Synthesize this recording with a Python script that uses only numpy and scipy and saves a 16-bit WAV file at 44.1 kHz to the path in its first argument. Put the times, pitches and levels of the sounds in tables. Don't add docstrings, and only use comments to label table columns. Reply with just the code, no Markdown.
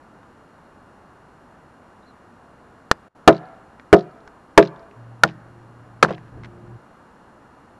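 import sys
import numpy as np
from scipy import signal
from scipy.fft import rfft, irfft
from scipy.io import wavfile
from scipy.ndimage import uniform_filter1d

SR = 44100
rng = np.random.default_rng(int(sys.argv[2]) if len(sys.argv) > 2 else 0)


def put_to_file(sound):
    columns = np.atleast_2d(sound).T
    safe = np.clip(columns, -1, 1)
    whole_steps = np.round(safe * 32767)
    wavfile.write(sys.argv[1], SR, whole_steps.astype(np.int16))


N = 343759
TIME = np.arange(N) / SR
RING = TIME[:SR // 2]

# start in seconds, strike place along the pole from 0 to 2, pole ring in dB,
# log thud in dB, dense wood ring in dB, bite pitch in Hz, bite in dB, bite length in seconds,
# splitting in dB, splitting t60 in seconds, chips in dB, chip ring in Hz, chip spray length in seconds.
BLOWS = [ (2.9134, 1.0, -50, -31, -26.5, 1084, 10.5, 0.0017, 3, 0.013, -73, 4000, 0.063),
         (3.2764, 0.13, 3, -2, 7.5, 1243, 9, 0.0056, -11, .044, -32, 4070, 0.074),
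         (3.928, 0.67, 4, -5, 1, 1187, -9, .0035, -9, 0.033, -32, 4300, 0.051),
         (4.5765, 1.98, 7.5, -0.5, 4.5, 901, 14.5, 0.0061, -29, 0.046, -29, 3990, 0.084),
         (5.2350, 0.31, -24.5, -9, -7, 1409, 12.5, 0.0037, -16, .043, -37, 2630, 0.039),
         (6.027, 1.8, -31, -5, -1, 1283, 8, 0.0044, -8, 0.053, -32.5, 2900, .125), ]
# frequency in Hz, relative density in dB per Hz.
FIBRES = [(200, 4.5), (900, -1), (1700, 12), (2700, -7.5), (4200, 0.5), (7000, -10.5), (10000, -20),
          (15000, -42.5)]
# start in seconds, length in seconds,
# chips in dB, chip ring in Hz, leaves in dB.
RUSTLE = [(6.431, .034, -35, 1910, -58)]


def undb(db):
    return 10 ** (np.asarray(db) / 20)


def add(track, s, sound):
    i = int(s * SR)
    track[i:i + len(sound)] += sound[:N - i]


def unit(x):
    return x / np.std(x)


def colour(x, points):
    hz, db = np.transpose(points)
    f = np.maximum(np.fft.rfftfreq(len(x), 1 / SR), 1)
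    gain = undb(np.interp(np.log(f), np.log(hz), db))
    return unit(irfft(rfft(x) * gain, len(x)))


def lowpass(x, hz, order=2):
    return signal.sosfilt(signal.butter(order, min(hz, SR / 2 - 1), fs=SR, output="sos"), x)


def fade(t60):
    return np.exp(-np.log(1000) * RING / t60)


def mode(hz, t60, phase=0):
    return np.sin(2 * np.pi * hz * RING + phase) * fade(t60)


def grains(size, rate, spread_db):
    strength = undb(spread_db * np.minimum(rng.exponential(size=size), 4))
    happens = rng.random(size) < rate / SR
    return happens * rng.standard_normal(size) * strength


def swells(table):
    return sum(undb(db) * np.exp(-((TIME - s) / half) ** 2) for s, db, half in table)


def forest_air(level_db=-50):
    # frequency in Hz, relative density in dB per Hz.
    air_spectrum = [(20, -13), (65, -3.5), (160, -2), (240, 0), (440, -5.5), (900, -4.5), (1400, -7.5),
                    (1750, -13), (2100, -21), (3300, -29.5), (6000, -35.5), (11500, -39), (13000, -53.5),
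                    (16000, -69)]
    return colour(rng.standard_normal(N), air_spectrum) * undb(level_db)


def whine():
    # frequency in Hz, rms level in dB.
    whine_lines = [(2826, -78), (4247, -82.5), (5652, -87), (7074, -85), (9900, -87.5), (11321, -107.5)]
    return np.sqrt(2) * sum(undb(db) * np.sin(2 * np.pi * hz * TIME) for hz, db in whine_lines)


def hum(waver=0.0051):
    # centre in seconds, rms level in dB, half length in seconds.
    hum_swells = [(5.06, -48, .16), (6.42, -48, .06), (6.74, -45, 0.06)]
    # centre in seconds, rms level in dB, half length in seconds.
    third_swells = [(5.55, -56.5, 0.11), (6.6, -49.5, .2)]
    # centre in seconds, rms level in dB, half length in seconds.
    rumble_swells = [(5.8, -55, 0.81), (6.39, -44, 0.085), (6.66, -47, 0.179)]
    pitch_hz, level_db = 117.3, -48.5
    start_s, end_s, fade_s = 4.965, 6.775, 0.023
    on = np.clip(np.minimum(TIME - start_s, end_s - TIME) / fade_s + .5, 0, 1)
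    hz = pitch_hz * (1 + waver * unit(lowpass(rng.standard_normal(N), 10)))
    phase = 2 * np.pi * np.cumsum(hz) / SR
    rumble = colour(rng.standard_normal(N), [
        (25, -12.0), (80, -6.0), (180, -4.0), (320, -16.5), (700, -23.5), (3000, -54), (12000, -91.0)])
    fundamental = (undb(level_db) + swells(hum_swells)) * np.sin(phase)
    third = swells(third_swells) * np.sin(3 * phase)
    return on * (np.sqrt(2) * (fundamental + third) + swells(rumble_swells) * rumble)


def bird(quaver=0.025, arch=.05):
    # centre in seconds, top pitch in Hz, peak level in dB, half length in seconds.
    notes = [(2.034, 3850, -62, .005), (2.085, 4220, -61, .028)]
    out = np.zeros(N)
    wobble = 1 + quaver * unit(lowpass(rng.standard_normal(N), 200))
    for s, top_hz, db, half in notes:
        hz = top_hz * wobble * np.exp(-arch * ((TIME - s) / half) ** 2)
        out += swells([(s, db, half)]) * np.sin(2 * np.pi * np.cumsum(hz) / SR)
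    return out


def echoes(x, t60, build_s, dull_hz, thin_hz, db):
    t = TIME[:SR]
    scatter = lowpass(rng.standard_normal(SR), dull_hz)
    scatter = scatter - lowpass(scatter, thin_hz, order=1)
    scatter = scatter * undb(-60 * t / t60) * (1 - np.exp(-t / build_s))
    return undb(db) * signal.fftconvolve(x, scatter / np.linalg.norm(scatter))[:N]


def leaves():
    delay_s, half_s, stir_db = .065, .036, -18.5
    stir = swells([(s + delay_s, db + stir_db, half_s) for s, *_, db, hz, spray_s in BLOWS])
    stir = stir + swells([(s + length_s / 2, db, length_s / 2) for s, length_s, *_, db in RUSTLE])
    crackle = grains(N, rate=2500, spread_db=2)
    return stir * lowpass(colour(crackle, FIBRES), hz=6500, order=3)


def chip(hz, ring_db=-2, low_db=-7, high_db=-14, t60=.019):
    noise = rng.standard_normal(len(RING))
    snap = colour(noise, [(hz / 4, low_db), (hz, 0), (2 * hz, high_db)])
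    tick = snap * fade(t60) + undb(ring_db) * mode(hz, t60)
    tick = lowpass(tick, hz=5300, order=4)
    return tick / np.abs(tick).max()


def patter(length_s, hz, fall_db_per_s, count, pitch_scatter=.1, size_scatter_db=4):
    out = np.zeros(SR)
    delays = length_s * (np.arange(count) + rng.random(count)) / count
    for delay, (size, pitch) in zip(delays, rng.standard_normal((count, 2))):
        gain = undb(size_scatter_db * size - fall_db_per_s * delay)
        add(out, delay, gain * chip(hz * np.exp(pitch_scatter * pitch)))
    return out


def chips():
    # start in seconds, peak in dB, ring in Hz.
    ticks = [(0.231, -42, 1700), (3.3468, -39, 4400), (3.7976, -30.5, 1780), (4.276, -31, 1500),
             (4.627, -15, 1690), (4.911, -45.5, 2600), (5.2774, -31.5, 5040), (6.135, -32, 2300),
             (6.181, -32, 1900)]
    first_chip_s = .031
    landing_s, landing_spread_s, landing_db = .16, .13, -19.5
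    out = np.zeros(N)
    for s, *_, db, hz, spray_s in BLOWS:
        spray = patter(spray_s, hz, fall_db_per_s=101, count=7)
        landing = patter(landing_spread_s, hz, fall_db_per_s=27, count=3)
        add(out, s + first_chip_s, undb(db) * spray)
        add(out, s + landing_s, undb(db + landing_db) * landing)
    for s, db, hz in ticks:
        add(out, s, undb(db) * chip(hz, ring_db=-4.5, low_db=-5, high_db=-21))
    for s, length_s, db, hz, _ in RUSTLE:
        add(out, s, undb(db) * patter(length_s, hz, fall_db_per_s=20, count=4))
    return out


def log_thud():
    # frequency in Hz, t60 in seconds, relative level in dB.
    log_modes = [(135.5, 0.38, -22.5), (164.9, 0.33, -16), (204.3, 0.25, -19.5), (315, 0.36, -22.5),
                 (544, .045, -9)]
    return sum((-1) ** k * undb(db) * mode(hz, t60) for k, (hz, t60, db) in enumerate(log_modes))


def wood_ring(high_t60=0.071, low_t60=.125, split_hz=800, db=-6):
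    # frequency in Hz, relative density in dB per Hz.
    wood_spectrum = [(40, -23), (150, -7), (400, 0), (800, -1.5), (1500, -3.5), (2200, -15.5), (4500, -32),
                     (9000, -45), (15000, -57.5)]
    noise = colour(rng.standard_normal(len(RING)), wood_spectrum)
    low = lowpass(lowpass(noise, split_hz)[::-1], split_hz)[::-1]
    high = noise - low
    return undb(db) * (low * fade(low_t60) + high * fade(high_t60))


def pole(place, scatter=0.78):
    # frequency in Hz, t60 in seconds,
    # relative level in dB when struck at place 0, at place 1 and at place 2.
    pole_modes = [ (190, .17, -23, -6, -17), (214.5, 0.2, -22.5, -22, -27), (322.5, 0.098, 3, -6, -4),
                  (366, 0.2, -18, -6, -16.5), (407.3, 0.13, -3, 2.5, -2), (463.6, 0.097, -7.5, -2.5, -7.5),
                  (532, 0.16, -17, -10.5, -16), (581, 0.12, -5, -12, -9.5), (664.3, 0.12, 1.5, -5.5, -5.5),
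                  (714.2, 0.17, -33.5, -1, -41), (733.5, 0.043, 10, -13.5, -8), (895, 0.042, -0.5, -55, 2),
                  (982.5, 0.069, -12, -27, -9), (1256, 0.12, -15.5, -21, -22.5),
                  (1357, 0.041, -0.5, -13.5, -12), (1660, .04, -31, -29.5, -22.5), ]
    count = len(pole_modes)
    phases = np.pi * np.arange(count) + scatter * rng.standard_normal(count)
    out = np.zeros(len(RING))
    for (hz, t60, *dbs), phase in zip(pole_modes, phases):
        db = np.interp(place, range(len(dbs)), dbs)
        out += undb(db) * mode(hz, t60, phase)
    return out


def bite(hz, length_s, entry_s=0.001):
    # multiple of the bite pitch, relative level in dB.
    partials = [(.4, -8), (.64, -11.5), (1, 0.5), (1.27, -7.5)]
    clack = np.zeros(len(RING))
    for k, (ratio, db) in enumerate(partials):
        clack += (-1) ** k * undb(db) * np.sin(2 * np.pi * ratio * hz * RING)
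    entry = 1 - np.exp(-RING / entry_s)
    grip = np.exp(-(RING / length_s) ** 2)
    return clack * entry * grip


def splitting(t60):
    return colour(grains(len(RING), rate=4600, spread_db=1.5), FIBRES) * fade(t60)


def hatchet(contact_s=0.00044):
    # start in seconds, ringing body in dB,
    # clack pitch in Hz, clack in dB; the levels are relative gains.
    knocks = [(6.0476, -32, 1360, -2.5), (6.085, -22, 715, -36), (6.106, -19, 624, -13),
              (6.372, -43.5, 245, -24.5)]
    knock_pole_db, knock_log_db, knock_clack_s = -8.5, 1.5, .0024
    ringing, cutting = np.zeros(N), np.zeros(N)
    push = 1 - np.exp(-RING / contact_s)
    for (s, place, pole_db, log_db, wood_db, bite_hz, bite_db, bite_s,
         split_db, split_t60, *_) in BLOWS:
        body = undb(pole_db) * pole(place) + undb(log_db) * log_thud() + undb(wood_db) * wood_ring()
        edge = undb(bite_db) * bite(bite_hz, bite_s) + undb(split_db) * splitting(split_t60)
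        add(ringing, s, push * body)
        add(cutting, s, push * edge)
    for s, body_db, clack_hz, clack_db in knocks:
        body = undb(knock_pole_db) * pole(place=1.1) + undb(knock_log_db) * log_thud() + wood_ring()
        add(ringing, s, undb(body_db) * push * body)
        add(cutting, s, undb(clack_db) * push * bite(clack_hz, knock_clack_s))
    return ringing, cutting


def scene(dip_db=-22, edge_carry_db=-14):
    background = forest_air() + whine() + hum() + bird()
    ringing, cutting = hatchet()
    chopping = ringing + cutting + chips() + leaves()
    ground = echoes(chopping, t60=0.047, build_s=0.0018, dull_hz=6950, thin_hz=298, db=-33.0)
    carried = ringing + undb(edge_carry_db) * cutting
    trunks = echoes(carried, t60=0.94, build_s=0.069, dull_hz=3480, thin_hz=1200, db=-38.5)
    dip_start_s, dip_end_s = 3.083, 3.152
    dipped = (TIME > dip_start_s) & (TIME < dip_end_s)
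    dip = uniform_filter1d(undb(dip_db * dipped), size=400)
    return (dip * (chopping + ground + trunks + background))[None]


def record(dry, top_hz=15900):
    clipped = lowpass(np.clip(dry, -1, 1), hz=14000, order=2)
    return signal.sosfilt(signal.ellip(8, .05, 70, top_hz, fs=SR, output="sos"), clipped)


dry = scene()
out = record(dry)
put_to_file(out)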